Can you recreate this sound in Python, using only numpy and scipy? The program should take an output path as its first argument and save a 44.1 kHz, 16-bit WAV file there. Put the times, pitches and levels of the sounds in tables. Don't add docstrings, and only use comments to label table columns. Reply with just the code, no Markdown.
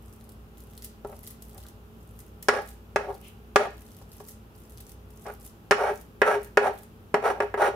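import sys
import numpy as np
from scipy import signal
from scipy.fft import rfft, irfft, next_fast_len
from scipy.io import wavfile
from scipy.ndimage import map_coordinates

SR = 44100
rng = np.random.default_rng(int(sys.argv[2]) if len(sys.argv) > 2 else 0)


def inscribe(sig):
    pcm = np.round(np.clip(np.atleast_2d(sig).T, -1, 1) * 32767)
    wavfile.write(sys.argv[1], SR, pcm.astype(np.int16))


N = 341775

# (frequency [Hz], level [dB], t60 [s])
BOARD_MODES = [(243, -12.5, 0.25), (416.5, 3.5, 0.093), (525, -6, 0.078), (615.7, -4, 0.064),
               (731, -9, 0.12), (814.4, -2.5, 0.1), (929.6, -1.5, 0.086), (1122, -12, 0.2),
               (1313, -1, 0.081), (1374, -5, 0.1), (1429, -2, 0.094), (1656.5, 7.5, 0.054),
               (1822, 3, 0.042), (1945, -4.5, 0.048), (2140, -14.5, 0.055), (2541, 0.5, 0.046),
               (2710, -8.5, .09), (2916, 1, 0.044)]
# (frequency [Hz], level [dB], t60 [s])
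SPOON_MODES = [(5600, -19.5, .07), (5424, 2, 0.041), (7300, -10, .06), (8800, -12, 0.11),
               (8240, -13.5, 0.034), (10200, -3.5, 0.036)]
# (frequency [Hz], relative level [dB])
KNOCK_SPECTRUM = [(60, -40.5), (160, -9.5), (240, -6.5), (310, -9.5), (420, 3), (560, 3.5), (850, 2.5),
                  (1250, -1), (1700, -25), (3000, -39)]
CLACK_SPECTRUM = [(600, -18), (1200, 6.5), (1620, -1), (1950, 2), (2600, -7), (3300, -16), (6000, -47)]
CLICK_SPECTRUM = [(1500, -18), (3000, 3), (5500, 1.5), (8000, -4), (10500, -8.5), (13500, -19),
                  (15500, -13)]
# (time [s], level [dB], clack [dB re knock], steel click [dB re knock])
IMPACTS = [(1.045, -4.5, -22, -32), (2.482, 12, 1, -12), (2.957, 9, -3, -18.5), (3.556, 14.5, -1.5, -14.5),
           (4.011, -23.5, -18, -22.5), (4.199, -14.5, -12, -17.5), (5.263, -12, -11, -14.5),
           (5.707, 12.5, -1, -12.5), (5.717, 2.5, 7, -19.5), (6.214, 13.5, -1, -24.5),
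           (6.227, -1.5, 7.5, -37.5), (6.569, 15, -2, -21.5), (7.139, 12, -5.5, -24.5), (7.4, 7.5, -4, -28),
           (7.538, 3, -5.5, -33)]
# (time [s], level [dB])
COUNTER_THUDS = [(1.05, -13), (2.487, -24), (3.56, -26)]

def knocks():
    out, t = np.zeros((2, N)), np.arange(SR // 3) / SR
    onset_delay_s = .003

    def struck_board(t60, spike_db, spectrum):
        blow = burst(t60, spike_db) + amp(-6) * ring(BOARD_MODES, scatter_db=1.2)
        return unit_energy(coloured(blow, spectrum))

    for s, db, clack_db, click_db in IMPACTS:
        knock = struck_board(t60=.021, spike_db=-2.5, spectrum=KNOCK_SPECTRUM)
        clack = struck_board(t60=.061, spike_db=-20, spectrum=CLACK_SPECTRUM)
        click = unit_energy(coloured(burst(t60=.04, spike_db=-26), CLICK_SPECTRUM))
        click += amp(-7) * ring(SPOON_MODES, scatter_db=1.2)
        add(out, s + onset_delay_s, amp(db) * (knock + amp(clack_db) * clack + amp(click_db) * click))
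    thud = unit_energy(np.sin(2 * np.pi * 52 * t) * np.minimum(t / .012, 1) * amp(-60 * t / .3))
    for s, db in COUNTER_THUDS:
        add(out, s, amp(db) * thud)
    return out


# (frequency [Hz], relative level [dB])
GROWL_SPECTRUM = [(60, -46), (170, -21.5), (310, -19.5), (410, -4), (480, -1.5), (620, 3.5), (800, -2),
                  (1050, -7.5), (1400, -16.5), (3000, -45.5)]
RASP_SPECTRUM = [(600, -36.5), (1200, 9), (1650, -0.5), (1950, 0), (2600, -11), (3300, -17), (4800, -19),
                 (5800, -21), (7000, -29), (9000, -27), (12000, -35), (15500, -40)]
# (frequency [Hz], bandwidth [Hz], relative level [dB])
GROAN_PEAKS = [(416, 30, 0)]
BOWL_PEAKS = [(5620, 300, 0.5), (8700, 250, -4.5), (10100, 400, -8)]
# (time [s], rise [s], hold [s], growl [dB], rasp [dB re growl])
RIM_STROKES = [(1.084, .012, .02, -47.5, -11), (1.118, 0.011, 0.011, -46, -4),
               (1.537, 0.014, 0.036, -52.5, -6.5), (1.642, .01, .012, -66, 10.5),
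               (2.497, 0.037, 0.064, -28, -1.5), (2.982, .01, 0.078, -35.5, -7),
               (3.068, .02, .024, -33, -17), (3.576, .025, 0.063, -28, -3.5), (5.247, .016, .05, -39, -1),
               (5.758, 0.047, 0.11, -22.5, -5), (6.234, 0.034, 0.094, -21, -3.5),
               (6.595, .05, 0.051, -22, -7), (7.153, 0.0081, 0.012, -27.5, -21),
               (7.216, 0.043, 0.053, -19, -5), (7.352, .01, 0.029, -40.5, -20),
               (7.415, 0.0075, 0.011, -28, -2.5), (7.569, .008, 0.024, -25.5, -6.5),
               (7.593, 0.027, 0.067, -20, -3), (7.725, 0.018, .02, -39.5, -16)]

def drags():
    rasp_lead_s, groan_rise_s = .0087, .018
    growls, rasps, groans = [], [], []
    for s, rise, hold, db, rasp_db in RIM_STROKES:
        growls.append((s, rise, hold, db))
        rasps.append((s, rise, max(hold - rasp_lead_s, 0), db + rasp_db))
        groans.append((s + rise + hold - groan_rise_s, groan_rise_s, .02, db - 10))
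    vibration = 0
    for _ in range(5):
        slips = grains(per_s=400, spread_db=2.5) * amp(2.1 * wobble(70))
        response = burst(t60=.014, spike_db=-11) + amp(-7) * ring(BOARD_MODES, scatter_db=3)
        response += amp(-28) * ring(SPOON_MODES, scatter_db=1.5)
        vibration += convolved(slips, response)
    growl_shape = dict(climb_db=19, sag_db_per_s=70, release_db_per_s=595)
    growl = envelope(growls, **growl_shape) * unit(coloured(vibration, GROWL_SPECTRUM))
    groan = envelope(groans, **growl_shape) * resonate(vibration, GROAN_PEAKS)
    rasp = unit(coloured(vibration, RASP_SPECTRUM)) + amp(-25.5) * resonate(vibration, BOWL_PEAKS)
    rasp *= envelope(rasps, climb_db=20, sag_db_per_s=57, release_db_per_s=730)
    return growl + groan + rasp


# (frequency [Hz], phase lead of the left channel [rad])
MODE_PHASE = [(400, .12), (650, .35), (900, 1), (1120, -.9), (1320, 1), (1630, -.5), (1900, -1.5),
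              (2250, 1.1), (5500, 1.3), (9000, 1.9)]

def ring(modes, scatter_db):
    t, out = np.arange(SR // 3) / SR, 0
    for k, (hz, db, t60) in enumerate(modes):
        phase = along(MODE_PHASE, hz) * np.array([[.5], [-.5]])
        decay = amp(db + scatter_db * rng.normal() - 60 * t / t60)
        out += (-1) ** k * decay * np.sin(2 * np.pi * hz * t + phase)
    return unit_energy(out)


# (frequency [Hz], coherence [-1 to 1])
NEAR_COHERENCE = [(400, 0.98), (620, 0.71), (850, 0.88), (1800, 0.19)]

def burst(t60, spike_db):
    t = np.arange(SR // 3) / SR
    flutter = unit_energy(noise_pair(len(t), NEAR_COHERENCE) * amp(-60 * t / t60))
    flutter[:, 0] = -amp(spike_db)
    return unit_energy(flutter)


# (frequency [Hz], relative level [dB])
BUTTER_SPECTRUM = [(1180, -40.5), (2000, -3.5), (2290, -16.5), (2990, -8.5), (3940, -8.5), (7610, -4),
                   (8580, -2), (12300, 2), (15500, -2.5)]
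# (time [s], rise [s], hold [s], level [dB])
BUTTER_SQUEEZES = [(0, .03, 0.23, -61.5), (.54, .2, 0.043, -57), (.765, .06, .012, -51),
                   (1.07, 0.22, 0.022, -50.5), (1.41, .03, 0.23, -56.5), (1.91, 0.11, 0.26, -65.5),
                   (2.6, .02, 0.11, -56.5), (3.09, 0.098, .1, -57), (3.7, 0.06, 0.26, -58.5),
                   (4.08, 0.055, .1, -55.5), (4.26, .03, 0.01, -47), (4.53, 0.26, .11, -55),
                   (5.1, .17, 0.07, -56), (5.39, 0.035, .05, -54.5), (5.91, 0.032, 0.067, -54.5),
                   (6.39, 0.041, .03, -53.5), (6.72, 0.057, 0.04, -56.5)]
# (time [s], level [dB])
BUTTER_SMACKS = [(0.292, -24.5), (.3196, -29), (0.5806, -28), (.604, -27), (.7776, -25), (.8452, -12),
                 (.8523, -19), (1.072, -29), (1.274, -14), (1.4226, -18.5), (1.58, -21.5), (1.685, -23),
                 (2.1907, -22.5), (2.203, -22.5), (2.4266, -12.5), (2.689, -21), (2.705, -26),
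                 (3.1453, -29), (3.807, -29), (3.967, -27), (4.2844, -21), (4.6964, -29), (4.806, -20.5),
                 (4.8938, -24), (4.918, -25), (5.1046, -30), (5.45, -21.5), (6.0122, -24.5), (6.446, -21),
                 (6.787, -24), (6.833, -24.5)]
SWELL_SHAPE = dict(climb_db=10, sag_db_per_s=8, release_db_per_s=410)

def butter():
    pops = air_pockets(count=2000, median_hz=11000, decay_cycles=1.3)
    scatter_t60 = .013
    decay = amp(-60 * np.arange(SR // 10) / SR / scatter_t60)
    scatter_power = np.abs(convolved(pops ** 2, decay))
    scatter = unit(noise_pair(N, NEAR_COHERENCE) * np.sqrt(scatter_power))
    crackle = unit(coloured(pops + amp(-1) * scatter, BUTTER_SPECTRUM))
    out = envelope(BUTTER_SQUEEZES, **SWELL_SHAPE) * crackle
    for s, db in BUTTER_SMACKS:
        smack = coloured(burst(t60=.034, spike_db=-10), BUTTER_SPECTRUM)
        add(out, s, amp(db) * unit_energy(smack))
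    return out


def air_pockets(count, median_hz, decay_cycles):
    n = np.arange(96)
    start = rng.integers(0, N - len(n), (count, 1))
    hz = np.minimum(median_hz * np.exp(.703 * rng.standard_normal((count, 1))), SR / 2)
    size = amp(17 * rng.random((count, 1)) ** 2)
    cycles = hz * n / SR
    decay = size * np.exp(-cycles / decay_cycles)
    pings = [decay * np.sin(2 * np.pi * (cycles + phase)) for phase in rng.random((2, count, 1))]
    return unit(np.array([np.bincount((start + n).ravel(), ping.ravel(), N) for ping in pings]))


# (frequency [Hz], relative level [dB])
SOFT_HISS_SPECTRUM = [(1500, -25.5), (2300, -6.5), (2900, -0.5), (3700, -13), (6000, -21)]
# (time [s], rise [s], hold [s], level [dB])
SOFT_HISS_SWELLS = [(3.21, .04, .035, -55.5)]

def soft_hiss():
    hiss = unit(coloured(noise_pair(N, NEAR_COHERENCE), SOFT_HISS_SPECTRUM))
    return envelope(SOFT_HISS_SWELLS, **SWELL_SHAPE) * hiss


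# (frequency [Hz], coherence [-1 to 1])
ROOM_COHERENCE = [(60, 0.94), (130, 0.96), (290, 0.79), (640, 0.58), (1410, -0.33), (3100, 0.065)]
# (frequency [Hz], t60 [s])
ROOM_DECAY = [(200, 0.29), (1000, 0.29), (4000, 0.42), (12000, 0.18)]

def kitchen(x):
    hz, t, spectra = signal.stft(noise_pair(SR // 2, ROOM_COHERENCE), SR, nperseg=256)
    decay = amp(-60 * t / along(ROOM_DECAY, hz)[:, None])
    onset = np.minimum(t / .002, 1)
    _, tail = signal.istft(spectra * decay * onset, SR, nperseg=256)
    return convolved(x, unit_energy(tail))


# (frequency [Hz], relative level [dB])
HUSH_SPECTRUM = [(13, -53), (22, -33.5), (39, -20), (61, -3), (80, -16.5), (108, -7.5), (142, -15),
                 (172, -16.5), (192, -16.5), (227, -12.5), (282, -20.5), (352, -17.5), (737, -27.5),
                 (801, -26), (918, -28), (1350, -27.5), (1590, -33), (2150, -39), (2680, -35),
                 (4270, -43.5), (9200, -48), (12400, -41), (15500, -44)]
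# (frequency [Hz], rms level [dB])
HUM_TONES = [(58.5, -54.5), (93, -58.5), (176, -64), (220.5, -60.5), (423, -65), (808, -74)]

def background():
    t, hum = np.arange(N) / SR, 0
    hush = amp(-51) * unit(filtered(noise_pair(N, ROOM_COHERENCE), lambda hz: amp(along(HUSH_SPECTRUM, hz))))
    for hz, db in HUM_TONES:
        waver = amp(1.8 * wobble(9.7))
        drift = .7 * wobble(10)
        hum += amp(db) * unit(waver * np.sin(2 * np.pi * hz * t + drift))
    return hush + hum


def amp(db):
    return 10 ** (np.asarray(db) / 20)


def unit(x):
    return x / np.sqrt(np.mean(x ** 2) + 1e-20)


def unit_energy(x):
    return x / np.linalg.norm(x, axis=-1, keepdims=True)


def along(points, hz):
    frequencies, values = np.transpose(points)
    return np.interp(np.log(hz + 1), np.log(frequencies), values)


def wobble(knots_per_s):
    knots = rng.standard_normal(int(N * knots_per_s / SR) + 4)
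    return map_coordinates(knots, [np.arange(N) * knots_per_s / SR])


def grains(per_s, spread_db):
    size = amp(spread_db * np.minimum(rng.exponential(size=N), 3))
    return unit((rng.random(N) < per_s / SR) * size * rng.choice([-1, 1], N))


def noise_pair(size, coherence):
    def weights(hz):
        angle = np.arccos(np.clip(along(coherence, hz), -1, 1)) / 2
        return np.array([np.cos(angle), np.sin(angle)])
    mid, side = filtered(rng.standard_normal((2, size)), weights)
    return np.array([mid + side, mid - side])


def filtered(x, response):
    size = next_fast_len(x.shape[-1] + 8192)
    hz = np.fft.rfftfreq(size, 1 / SR)
    return irfft(rfft(x, size) * response(hz), size)[..., :x.shape[-1]]


def convolved(x, response):
    return signal.fftconvolve(np.atleast_2d(x), np.atleast_2d(response), axes=1)[:, :x.shape[-1]]


def coloured(x, spectrum, size=4096):
    gain = amp(along(spectrum, np.fft.rfftfreq(size, 1 / SR)))
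    cepstrum = irfft(np.log(gain))
    cepstrum[1:size // 2] *= 2
    cepstrum[size // 2 + 1:] = 0
    return convolved(x, irfft(np.exp(rfft(cepstrum))))


def resonate(x, peaks):
    def response(hz):
        return sum(amp(db) * 1j * hz * width / (centre ** 2 - hz ** 2 + 1j * hz * width)
                   for centre, width, db in peaks)
    return unit(filtered(x, response))


def envelope(strokes, climb_db, sag_db_per_s, release_db_per_s):
    t, gain = np.arange(N) / SR, np.zeros(N)
    for s, rise, hold, db in strokes:
        held = t - s - rise
        below_peak = climb_db * np.clip(-held / rise, 0, 1)
        sag = sag_db_per_s * np.clip(held, 0, hold)
        release = release_db_per_s * np.maximum(held - hold, 0)
        onset = np.clip((t - s) / .006, 0, 1)
        gain += amp(db - below_peak - sag - release) * onset
    return gain


def add(track, s, sound):
    start = max(round(s * SR), 0)
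    track[:, start:start + sound.shape[-1]] += sound[..., :N - start]


# (frequency [Hz], left minus right [dB])
BOARD_BALANCE = [(150, 0), (380, 2), (700, 2), (1290, -1), (2380, -5), (4400, -1.5), (8100, -1.5),
                 (15000, -1.5)]

def scene():
    board = filtered(knocks() + drags(), lambda hz: amp(np.outer([.5, -.5], along(BOARD_BALANCE, hz))))
    soft = butter() + soft_hiss()
    return board + amp(-9.5) * kitchen(board) + soft + amp(-4.5) * kitchen(soft) + background()


def record(dry):
    cutoff_hz = 15600
    return filtered(dry, lambda hz: 1 / np.sqrt(1 + (hz / cutoff_hz) ** 200))


dry = scene()
out = record(dry)
inscribe(out)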